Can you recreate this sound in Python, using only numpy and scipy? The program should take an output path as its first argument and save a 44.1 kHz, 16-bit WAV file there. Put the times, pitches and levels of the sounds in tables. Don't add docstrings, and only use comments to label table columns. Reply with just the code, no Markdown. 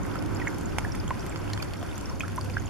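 import sys
import numpy as np
from scipy import signal
from scipy.fft import rfft, irfft
from scipy.io import wavfile
from scipy.ndimage import uniform_filter1d

SR = 44100
rng = np.random.default_rng(int(sys.argv[2]) if len(sys.argv) > 2 else 0)


def output_pcm(signal):
    pcm = np.clip(np.atleast_2d(signal).T, -1, 1) * 32767
    wavfile.write(sys.argv[1], SR, np.round(pcm).astype(np.int16))


N = 118629
T = np.arange(N) / SR
GRAIN_T = np.arange(1600) / SR
FREQ = np.maximum(np.arange(N // 2 + 1) * SR / N, 1)

# start_s, pitch_hz, peak_db, swell_s, decay_s (time constant), pan_db
RINGING_BUBBLES = [(.1555, 1340, -26.5, .002, .005, -4), (.4, 2400, -31, .001, .003, -2),
                   (.4155, 1890, -29, .004, .005, -1), (.4715, 2080, -20.5, .001, .004, -2),
                   (.4745, 1800, -22, .002, .0025, -1), (.8478, 1770, -23, .0025, .004, -3),
                   (1.077, 3220, -35, .001, .003, -2), (1.1075, 1030, -20, .003, .0038, -1),
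                   (1.5325, 1780, -33, .0015, .004, -2), (1.599, 2190, -32, .002, .004, -1),
                   (1.826, 690, -31, .003, .004, 1), (2.111, 1010, -34, .002, .006, -1),
                   (2.2063, 2400, -20.5, .0007, .0024, -1), (2.2105, 3100, -32, .001, .003, -1),
                   (2.2345, 1310, -27.5, .003, .006, -3), (2.249, 1600, -35, .002, .004, -2),
                   (2.3805, 990, -23, .0035, .004, -1), (2.4985, 2500, -34, .001, .003, 0),
                   (2.5677, 1620, -17.5, .0023, .0023, -3), (2.577, 1640, -29, .0015, .002, 0),
                   (1.322, 2400, -36, .002, .003, -1), (.188, 5250, -37, .001, .002, 3),
                   (.348, 6630, -33, .001, .0015, 0), (.36, 4740, -38, .001, .002, 4),
                   (.48, 6350, -30, .001, .0015, -3), (.657, 7080, -32, .001, .0015, -2),
                   (.9203, 5530, -28.5, .0008, .0016, 0), (1, 5490, -32, .001, .0012, 3),
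                   (1.078, 6740, -33, .001, .0015, -2), (1.194, 5120, -38, .001, .002, 2),
                   (1.295, 7240, -29, .001, .0015, -3), (1.5335, 4970, -22, .001, .0008, 0),
                   (1.6235, 4420, -29, .0015, .002, 4), (1.956, 5990, -38, .001, .003, 0),
                   (1.979, 6960, -31, .001, .002, -3), (2.057, 5700, -31, .001, .0015, 3),
                   (2.096, 5280, -34, .001, .002, 3), (2.197, 6310, -32, .001, .002, -4),
                   (2.36, 9780, -35, .0005, .0007, 0), (2.4108, 4800, -29, .0008, .0015, -1),
                   (2.537, 4870, -38, .001, .002, -3), (2.598, 6650, -37, .001, .002, 1),
                   (2.658, 6800, -35, .001, .0025, -1), (1.912, 3700, -39, .001, .003, -1)]
# start_s, thud_hz, thud_db, slap_db, spray_db, spray_centre_hz, pan_db
BOARD_SPLATS = [(.1558, 1500, -26, -37, -43, 7000, -4), (.2243, 800, -27, -36, -41, 10000, -7),
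                (.399, 1500, -28, -46, -44, 6000, -2), (.4715, 1400, -25, -32, -44, 8500, -2),
                (.7842, 850, -13, -29, -27, 7000, -5), (.7852, 2100, -13, -28, -42, 2600, 0),
                (.8472, 1000, -24, -41, -41, 7000, -3), (.949, 1900, -27, -35, -39, 6000, -2),
                (.9535, 1000, -33, -44, -36, 8000, -4), (1.078, 1000, -31, -46, -44, 8000, -2),
                (1.1063, 900, -19, -44, -42, 7500, -2), (1.1066, 1900, -17, -40, -52, 2400, -1),
                (1.3595, 1400, -22, -33, -38, 4000, -5), (1.5003, 1600, -26, -31, -42, 5000, -5),
                (1.5327, 1500, -30, -31, -31.5, 5000, 0), (1.576, 1450, -22.5, -29, -39, 4200, -5),
                (1.599, 1100, -30, -38, -48, 4000, -3), (1.6232, 2200, -38, -46, -33.5, 7000, 3),
                (1.6272, 1400, -21, -31, -32, 4600, -7), (1.7355, 1700, -33, -36, -36, 3700, 0),
                (1.828, 1200, -27, -41, -48, 5000, 0), (1.979, 1500, -38, -48, -36, 11000, -3),
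                (2.2066, 1600, -23, -33, -35, 8000, -1), (2.234, 1300, -27, -41, -53, 6000, -3),
                (2.2805, 1500, -24, -41, -36, 5400, -1), (2.379, 1250, -21, -41, -47, 8000, -2),
                (2.4105, 2000, -44, -48, -39, 6000, -1), (2.36, 2000, -46, -50, -39, 9000, 0),
                (2.4455, 2000, -42, -48, -40, 7000, 0), (2.4985, 2000, -37, -41, -41, 4500, 0),
                (2.568, 900, -26, -47, -53, 7000, -3), (.0635, 2000, -44, -48, -39, 12000, -1),
                (.5845, 2000, -44, -48, -40, 12000, 0), (1.2635, 2000, -44, -48, -37, 12000, 1)]
# rate_per_s, lowest_hz, highest_hz, ring_cycles (scaled by chance), size_spread_db, rms_db
SNOW_DROPLETS = [(90, 4300, 8000, 6., 4., -59.5), (200, 7500, 13000, 4., 3.8, -65),
                 (150, 1100, 3500, 3., 2.6, -53.5), (110, 450, 1400, 3., 2.2, -51.5)]
# frequency_hz, level_db (per Hz)
AIR_SPECTRUM = [(13, -16), (24, 0), (40, -5), (58, 0), (75, -4), (100, -6), (140, -7.5), (200, -9.5),
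                (255, -10), (305, -7), (345, -11), (385, -10), (450, -16), (580, -30)]
# frequency_hz, level_db (per Hz)
FAR_WATER_SPECTRUM = [(400, 1), (470, 0), (530, 6.5), (600, .5), (800, .5), (1020, 1.5), (1200, -3.5),
                      (1500, 0), (1700, -7.5), (2000, -8.5), (2300, -9.5), (3000, -14.5), (3700, -16.5),
                      (5000, -17.5), (7000, -19.5), (8500, -24), (9500, -23.5), (9950, -18.5),
                      (10500, -23.5), (12500, -23), (14000, -32), (15000, -52)]
# frequency_hz, side_against_mid_db
STEREO_WIDTH = [(28, 9), (60, 3.5), (105, -2), (200, -2), (370, 5), (690, -1), (1270, -6), (2400, -3),
                (4500, -4.5), (8000, -1), (14000, 1)]
# time_s, change_db
WIND_GUSTS = [(0, 0), (.5, 0), (.7, .7), (.9, 0), (1.07, 1.2), (1.3, -1.5), (1.7, -2), (2.69, -.5)]
# time_s, change_db
BREEZE_EASING = [(0, 3), (.5, 2.5), (1, .5), (1.5, 0), (2, -3), (2.69, -2.5)]
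# time_s, change_db
TRICKLE_SWELLS = [(0, 2.5), (.42, 2.3), (.6, -.7), (1.1, -.3), (1.5, .1), (2, -2), (2.69, -3)]
# time_s, level_db
HUM_LEVELS = [(0, -48), (.24, -36), (.5, -41), (.95, -48), (1.1, -43), (1.3, -46), (1.55, -32), (1.65, -45),
              (1.72, -39), (1.98, -54), (2.25, -41), (2.55, -34), (2.69, -41)]
# centre_hz, width_hz
RECORDER_NOTCHES = [(3940, 280), (7880, 260)]

LAG_S_PER_DB = .000012
WIND_DB, BREEZE_DB, FAR_WATER_DB = -33.5, -37.8, -41.7
MURMUR_TOP_HZ = 2700
HUM_HZ, HUM_WIDTH_HZ, HUM_SIDE = 99.5, 7., .45
BUBBLE_RISE_PER_S = 2.
BUBBLE_WOBBLE, WOBBLE_S = .07, .0016
SPATTER_PER_S, SPATTER_SPREAD_DB, SPATTER_DB = 45, 4., -61.5
THUD_CYCLES = 1.1
SLAP_HZ, SLAP_S = (1600, 2900), .0019
SPRAY_S, SPRAY_WIDTH = .002, .8
THROWN_S, THROWN_HZ = .022, (4500, 11000)
THROWN_DB, THROWN_RING_S = -2, .0006
SCATTER_T60_S, SCATTER_DB = .035, -10.5
YARD_T60_S, YARD_DB = .25, -19
TREBLE_HZ, TOP_HZ = 13500, 14800


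def undb(db):
    return 10 ** (np.asarray(db) / 20)


def level(x, db):
    return x * undb(db) / np.sqrt(np.mean(x ** 2))


def over_hz(points):
    hz, db = np.array(points).T
    return undb(np.interp(np.log(FREQ), np.log(hz), db))


def over_time(points):
    time_s, db = np.array(points).T
    return np.interp(T, time_s, db)


def walk(rate):
    step = int(SR / rate)
    steps = np.repeat(rng.standard_normal(N // step + 1), step)
    return 1.2 * uniform_filter1d(steps, step)[:N]


def noise(gain):
    return level(irfft(rfft(rng.standard_normal(N)) * gain, N), 0)


def wide_noise(gain, pan_db):
    width = over_hz(STEREO_WIDTH)
    mid, side = rfft(rng.standard_normal((2, N))) * gain / np.hypot(1, width)
    stereo = irfft(np.array([mid + width * side, mid - width * side]), N)
    pan = undb(np.array([[pan_db], [-pan_db]]) / 2)
    return level(stereo * pan, 0)


def add(out, start, sound, pan_db):
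    for channel, side in enumerate((1, -1)):
        first = max(int((start - side * pan_db * LAG_S_PER_DB) * SR), 0)
        part = sound[:max(N - first, 0)]
        out[channel, first:first + len(part)] += part * undb(side * pan_db / 2)


def moving_air():
    air = over_hz(AIR_SPECTRUM) / np.hypot(1, (FREQ / 440) ** 8)
    upper = 1 / np.hypot(1, (210 / FREQ) ** 4)
    lower = np.sqrt(1 - upper ** 2)
    wind_db = WIND_DB + over_time(WIND_GUSTS) + .6 * walk(8)
    breeze_db = BREEZE_DB + over_time(BREEZE_EASING)
    wind = wide_noise(air * lower, pan_db=.3) * undb(wind_db)
    breeze = wide_noise(air * upper, pan_db=-4.7) * undb(breeze_db)
    return wind + breeze


def far_water_and_hiss():
    spectrum = over_hz(FAR_WATER_SPECTRUM) / np.hypot(1, (420 / FREQ) ** 6)
    bed = wide_noise(spectrum, pan_db=-1.2) * undb(FAR_WATER_DB + .6 * walk(14))
    murmur = irfft(rfft(bed) / (1 + (FREQ / MURMUR_TOP_HZ) ** 8), N)
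    hiss = bed - murmur
    return murmur * undb(over_time(TRICKLE_SWELLS)) + hiss


def hum():
    pitch = HUM_HZ + .4 * HUM_WIDTH_HZ * walk(8)
    tone = np.sqrt(2) * np.sin(2 * np.pi * np.cumsum(pitch) / SR)
    side = HUM_SIDE * noise(1 / (1 + ((FREQ - HUM_HZ) / HUM_WIDTH_HZ) ** 2))
    stereo = tone + side * np.array([[1], [-1]])
    return stereo * undb(over_time(HUM_LEVELS))


def bubble(hz, swell, decay, wobble=0):
    t = GRAIN_T[:int((swell + 7 * decay) * SR) + 2]
    envelope = np.minimum(t / swell, 1) * np.exp(-np.maximum(t - swell, 0) / decay)
    pitch = hz * (1 + BUBBLE_RISE_PER_S * GRAIN_T + wobble)[:len(t)]
    return envelope * np.sin(2 * np.pi * np.cumsum(pitch) / SR)


def droplets():
    total = np.zeros((2, N))
    for rate, low, high, cycles, spread, db in SNOW_DROPLETS:
        out = np.zeros((2, N))
        for when, pitch, size, ring, side in rng.random((int(rate * N / SR), 5)):
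            hz = low * (high / low) ** pitch
            gain = undb(-spread * np.log(max(size, .02)))
            drop = gain * bubble(hz, swell=1.5 / hz, decay=cycles * (.3 + ring) / hz)
            add(out, when * N / SR, drop, 12 * (side - .55))
        total += level(out, db)
    return total


def spatter():
    out = np.zeros((2, N))
    count = int(SPATTER_PER_S * N / SR)
    band = signal.butter(1, (1800, 9000), "band", fs=SR)
    ticks = signal.lfilter(*band, rng.standard_normal((count, 256))) * np.exp(-GRAIN_T[:256] / .0007)
    for (when, size, side), tick in zip(rng.random((count, 3)), ticks):
        gain = undb(-SPATTER_SPREAD_DB * np.log(max(size, .02)))
        add(out, when * N / SR, tick * gain, 12 * (side - .55))
    return level(out, SPATTER_DB)


def noise_burst(band, db, decay):
    burst = signal.lfilter(*band, rng.standard_normal(len(GRAIN_T)))
    return level(burst, db) * np.exp(-GRAIN_T / decay)


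def splats():
    out = np.zeros((2, N))
    film_band = signal.butter(2, SLAP_HZ, "band", fs=SR)
    for start, hz, thud_db, slap_db, spray_db, spray_hz, pan in BOARD_SPLATS:
        thud = -np.sin(2 * np.pi * hz * GRAIN_T) * np.exp(-GRAIN_T * hz / THUD_CYCLES)
        slap = noise_burst(film_band, slap_db, SLAP_S)
        spray_band = signal.iirpeak(spray_hz, 1 / SPRAY_WIDTH, fs=SR)
        spray = noise_burst(spray_band, spray_db, SPRAY_S)
        add(out, start, undb(thud_db) * thud + slap + spray, pan)
        thrown(out, start, spray_db, pan)
    return out


def thrown(out, start, spray_db, pan_db, count=3):
    low, high = THROWN_HZ
    for flight, pitch, size in rng.random((count, 3)):
        tick = bubble(low * (high / low) ** pitch, THROWN_RING_S / 2, THROWN_RING_S)
        add(out, start + THROWN_S * flight, tick * size * undb(spray_db + THROWN_DB), pan_db)


def bubbles():
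    out = np.zeros((2, N))
    for start, hz, db, swell, decay, pan in RINGING_BUBBLES:
        shape = rng.standard_normal(len(GRAIN_T))
        wobble = BUBBLE_WOBBLE * np.interp(GRAIN_T / WOBBLE_S, np.arange(len(shape)), shape)
        add(out, start, undb(db) * bubble(hz, swell, decay, wobble), pan)
    return out


def reflections(x, t60, db):
    t = T[:SR // 2]
    tail = rng.standard_normal((2, len(t))) * undb(-60 * t / t60) * (t > .0015)
    tail *= undb(db) / np.sqrt(np.sum(tail ** 2, axis=1, keepdims=True))
    return signal.fftconvolve(x, tail, axes=1)[:, :N]


def scene():
    background = moving_air() + far_water_and_hiss() + hum()
    water = droplets() + spatter() + splats() + bubbles()
    scatter = reflections(water, SCATTER_T60_S, SCATTER_DB)
    yard = reflections(water, YARD_T60_S, YARD_DB)
    return background + water + scatter + yard


def record(dry):
    for hz, width in RECORDER_NOTCHES:
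        dry = signal.lfilter(*signal.iirnotch(hz, hz / width, fs=SR), dry)
    dry = signal.sosfilt(signal.butter(3, TREBLE_HZ, fs=SR, output="sos"), dry)
    return signal.sosfilt(signal.ellip(8, .2, 70, TOP_HZ, fs=SR, output="sos"), dry)


dry = scene()
out = record(dry)
output_pcm(out)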